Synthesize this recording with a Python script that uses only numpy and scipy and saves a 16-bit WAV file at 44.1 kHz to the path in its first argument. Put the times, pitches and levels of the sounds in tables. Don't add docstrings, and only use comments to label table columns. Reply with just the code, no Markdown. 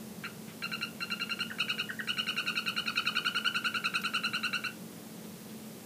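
import sys
import numpy as np
from scipy import signal
from scipy.fft import rfft, irfft
from scipy.io import wavfile
from scipy.ndimage import map_coordinates

SR = 44100
rng = np.random.default_rng(int(sys.argv[2]) if len(sys.argv) > 2 else 0)


def volts(x):
    e = np.asarray(x, float) / 20
    return 10 ** e


def transcribe(u):
    v = np.clip(np.atleast_2d(u).T, -1, 1)
    q = np.round(v * 32767).astype(np.int16)
    wavfile.write(sys.argv[1], SR, q)


N = 257984


def line(points, at):
    return np.interp(at, *np.transpose(points))


def wobble(rate, size):
    knots = rng.standard_normal(int(size * rate / SR) + 4)
    return map_coordinates(knots, [np.arange(size) * rate / SR])


def coloured(gain, size):
    noise = irfft(rfft(rng.standard_normal(size)) * gain(np.fft.rfftfreq(size, 1 / SR)), size)
    return noise / noise.std()


def add(track, s, sound):
    track[round(s * SR):][:len(sound)] += sound


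def phase(hz):
    return 2 * np.pi * np.cumsum(hz) / SR


# first note t/s, last note t/s, number of notes
NOTE_RUNS = [(.2375, .2375, 1), (.622, .811, 3), (1.0048, 1.3905, 5), (1.5843, 1.7805, 3),
             (2.0734, 2.4612, 5), (2.5546, 2.6598, 2), (2.763, 3.2475, 6), (3.3468, 4.5295, 13),
             (4.6384, 4.6384, 1)]
# t/s, peak level/dB, top pitch f/Hz, low voice level/dB, note length t/s
CALL_EFFORT = [(.24, -23.5, 1410, -4, .032), (0.618, -23.5, 1405, 1, 0.04), (1.285, -21.5, 1408, .5, 0.04),
               (1.397, -19.5, 1427, -13, 0.04), (1.576, -21, 1438, 3.5, 0.043),
               (1.78, -21.5, 1441, 1, .038), (2.173, -20, 1459, -4.5, 0.039), (2.27, -21, 1459, -1, 0.044),
               (2.6, -21.5, 1439, 3.5, 0.045), (2.762, -20.5, 1458, -4, 0.04),
               (2.893, -20.5, 1452, 4, .047), (3.111, -21.5, 1457, 4.5, 0.042),
               (3.439, -17.5, 1477, -13, .04), (3.549, -19.5, 1445, 0.5, .038),
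               (3.744, -18.5, 1459, -6, 0.036), (3.868, -19.5, 1458, 6.5, 0.039),
               (4.097, -19, 1462, -7, .04), (4.64, -21.5, 1462, -8, 0.038)]


def notes():
    s = np.concatenate([np.linspace(first, last, round(count)) for first, last, count in NOTE_RUNS])
    times, *columns = np.transpose(CALL_EFFORT)
    db, top_hz, low_db, length = (np.interp(s, times, column) for column in columns)
    bright_db = 0.45 - 0.094 * (db + 21) ** 2
    bright_db += -3.8 * (s == s[0])
    chance = rng.standard_normal((len(s), 2))
    scatter_db, scatter_hz = 0.5 * chance[:, 0], 7.6 * chance[:, 1]
    return np.transpose([s, db + scatter_db, top_hz + scatter_hz, low_db, bright_db, length])


def habit(rate, count, size, change):
    fresh = np.array([wobble(rate, size) for _ in range(count)])
    return signal.lfilter([change], [1, -np.sqrt(1 - change ** 2)], fresh, axis=0, zi=fresh[-1:])[0]


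# f/Hz, level/dB, decay by 60 dB t/s
THROAT_MODES = [(1458, -59, 0.026), (1553, -32, 0.063), (1900, -38.5, 0.032), (2300, -27.5, 0.02),
                (3100, -28, 0.0053)]


def snap(t):
    ring = 0
    for hz, level_db, t60 in THROAT_MODES:
        decay = volts(level_db + rng.normal(0, 1.4) - 60 * t / t60)
        ring += decay * np.sin(2 * np.pi * hz * rng.normal(1, 0.011) * t)
    return ring * (1 - np.exp(-t / 0.00099))


# main voice level/dB, its lean from start to end of the note level/dB,
# low voice level/dB, low voice peak as a share of the note
VOICE_OVERTONES = [(-3, 5, -10, 0.84), (-1, 9.5, 1.5, 0.526), (-11.5, -15.5, -7, 0.47),
                   (-26, -2, -20.5, 0.49), (-30.5, -17, -25, 0.37), (-27, -5, -38, 0.69)]
PITCH_ARCH = [(0, -0.7), (.18, 0.26), (.42, 0.067), (.64, 1), (.8, 1), (1, -1.8)]
# share of the note, level/dB
LOUDNESS_ARCH = [(0, -10.5), (.1, -5), (.4, 1.5), (.65, 0.73), (.8, 1), (.96, -4), (1, -7)]


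def trill():
    slack_hz = 1383.8
    out, t = np.zeros(N), np.arange(SR // 12) / SR
    score = notes()
    shake = 0.01 * habit(161.3, len(score), len(t), change=0.46)
    flutter = [(0.54 + 0.091 * k) * habit(240 + 40 * k, len(score), len(t), change=0.62)
               for k in range(len(VOICE_OVERTONES))]
    for n, (s, db, top_hz, low_db, bright_db, length) in enumerate(score):
        share = t / length
        rise_hz = top_hz - slack_hz
        warm = max(s - 3.12, 0)
        strain = 0.35 + 0.65 * np.clip(rise_hz / 60, 0, 1)
        uneven = 1 + strain * shake[n]

        scoop_hz = 55 * warm * np.exp(-share / 0.15)
        main = phase((slack_hz + rise_hz * line(PITCH_ARCH, share) - scoop_hz) * uneven)
        low_rest_hz = slack_hz + 25.17 * warm - 25
        low = phase((low_rest_hz - rise_hz * (0.43 + 1.31 * share)) * uneven)

        swell = volts(line(LOUDNESS_ARCH, share)) * (share < 1)
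        colour_db = [-2 - warm, -2.5 + warm, -0.0583 * (top_hz - 1445), 0, 0, 0]
        note = 0
        for k, (main_db, lean_db, second_db, peak) in enumerate(VOICE_OVERTONES):
            effort = swell ** (1 + 0.29 * k) * volts(k * bright_db + 0.41 * max(k - 2, 0) * (db + 18))
            tilt_db = lean_db - 0.43 * warm * max(lean_db, 0)
            level = volts(main_db + colour_db[k] + tilt_db * (share - 0.5)) * effort
            note += level * (1 + strain * flutter[k][n]) * np.sin((k + 1) * main)
            bump = np.exp(-((share - peak) / 0.092) ** 2)
            note += volts(second_db + low_db) * bump * np.sin((k + 1) * low)
        add(out, s, snap(t) + volts(db - 9) * note)
    return out


# t/s, peak level/dB, top pitch f/Hz, end pitch f/Hz, length t/s
BROKEN_NOTES = [
    (1.495, -37.5, 1861, 1280, 0.025),
    (1.884, -34.5, 1900, 1280, 0.026),
    (1.983, -34, 1930, 1260, .027),
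]


def squeaks():
    out = np.zeros(N)
    for s, db, top_hz, end_hz, length in BROKEN_NOTES:
        share = np.arange(round(length * SR)) / (length * SR)
        turn = phase(line([(0, .9 * top_hz), (.55, top_hz), (.7, 0.867 * top_hz), (1, end_hz)], share))
        swell = volts(line([(0, -45), (.35, 5), (.6, -6), (.7, 6.5), (.9, 3), (1, -42)], share))
        swell = swell * (1 + 0.15 * wobble(290, len(share)))
        octave = volts(line([(0, -40), (.6, -25), (.7, -28), (1, 7.5)], share))
        add(out, s, volts(db) * swell * (np.sin(turn) + octave * np.sin(2 * turn)))
    return out


# delay t/s, level/dB
PANE_ECHOES = [(.0023, -19.5), (.0047, -10), (.0081, -12), (0.0129, -12.5), (0.021, -14)]
# f/Hz, decay by 60 dB t/s
ROOM_DECAY = [(1000, 0.38), (1500, 0.24), (3000, 0.28), (4500, 0.17), (9000, 0.29)]
# f/Hz, level/dB, decay by 60 dB t/s
CASE_MODE = [(1462, -36.5, 0.21)]


def terrarium(x):
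    out = x + sum(volts(db) * np.pad(x, (round(s * SR), 0))[:N] for s, db in PANE_ECHOES)

    hz, t, z = signal.stft(rng.standard_normal((2, SR // 3)), SR, nperseg=256)
    decay = volts(-60 * t / line(ROOM_DECAY, hz)[:, None])
    tails = signal.istft(z * decay, SR, nperseg=256)[1]
    tails = tails / np.linalg.norm(tails[0])
    late = np.pad(x, (400, 0))[None]
    wet = signal.fftconvolve(late, tails, axes=1)[:, :N]

    age = np.arange(SR // 3) / SR
    ring = sum(volts(db - 25.5 - 60 * age / t60) * np.sin(2 * np.pi * mode_hz * age)
               for mode_hz, db, t60 in CASE_MODE)
    out += signal.fftconvolve(x, ring)[:N]

    drift = np.arange(N) / N * np.pi / 2
    return out + volts(-8.5) * (np.cos(drift) * wet[0] + np.sin(drift) * wet[1])


# f/Hz, rms level/dB
SHAFT_ORDERS = [(131, -64.5), (175, -61), (219, -52), (307, -66.5), (483, -68)]
# f/Hz, level per Hz/dB
AIR_SPECTRUM = [(25, -46), (50, -33), (70, -36), (90, -14.5), (130, -12.5), (195, -2), (250, -9),
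                (330, -12), (460, -12.5), (600, -18), (1000, -23.5), (1500, -26.5), (3300, -28),
                (15300, -30)]


def fan():
    speed = np.cumsum(1 + 0.004 * wobble(3.61, N)) / SR
    hum = 0
    for hz, db in SHAFT_ORDERS:
        level = np.sqrt(2) * volts(db + 1.37 * wobble(9, N))
        hum += level * np.sin(2 * np.pi * (hz * speed + rng.random()))
    air_hz, air_db = np.transpose(AIR_SPECTRUM)
    air = coloured(lambda hz: volts(np.interp(np.log(hz + 1), np.log(air_hz), air_db)), N)
    return hum + volts(-47) * air


# t/s, peak level/dB, centre f/Hz, width
# f/Hz, decay by 60 dB t/s
NOISE_PUFFS = [
    (.242, -30.5, 2300, 1200, 0.088),
    (.47, -43.5, 2190, 3500, 0.23),
    (2.686, -40, 12100, 8900, .035),
    (4.016, -39, 13300, 4030, 0.033),
    (4.014, -40, 5000, 5500, 0.046),
    (5.241, -50, 3020, 3000, 0.1),
    (5.49, -49, 3500, 4000, 0.11),
]


def camera():
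    out, t = np.zeros(N), np.arange(SR // 5) / SR
    for s, db, centre_hz, width_hz, t60 in NOISE_PUFFS:
        rise_s = 0.0079 * (10 * t60) ** 1.15
        puff = coloured(lambda hz: np.exp(-(2 * (hz - centre_hz) / width_hz) ** 2), len(t))
        add(out, s, volts(db - 60 * t / t60) * (1 - np.exp(-t / rise_s)) * puff)
    return out


def scene():
    no_bass = signal.butter(3, 950, "highpass", fs=SR, output="sos")
    frog = signal.sosfilt(no_bass, trill() + squeaks())
    return (terrarium(frog) + fan() + camera())[None]


# lower edge f/Hz, upper edge f/Hz
MASKED_BANDS = [(1740, 1880), (3200, 3470), (4780, 5080)]


def thin(x, margin_db, cut_db):
    hz, t, z = signal.stft(x, SR, nperseg=1536)

    def power(lo, hi):
        return np.mean(abs(z[:, (hz > lo) & (hz < hi)]) ** 2, axis=1, keepdims=True)

    for lo, hi in MASKED_BANDS:
        margin = margin_db + rng.normal(0, 2.5, len(t))
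        hidden = power(lo, hi) < power(lo - 500, lo) * volts(-2 * margin)
        z[:, (hz > lo) & (hz < hi)] *= np.where(hidden, volts(cut_db), 1)
    below_top = (hz < 15400)[:, None]
    return signal.istft(z * below_top, SR, nperseg=1536)[1][:, :N]


def top_cut(x):
    return signal.sosfilt(signal.butter(12, 15690, fs=SR, output="sos"), x)


def record(dry):
    mix = thin(dry, margin_db=22, cut_db=-22)
    return top_cut(mix)


dry = scene()
out = record(dry)
transcribe(out)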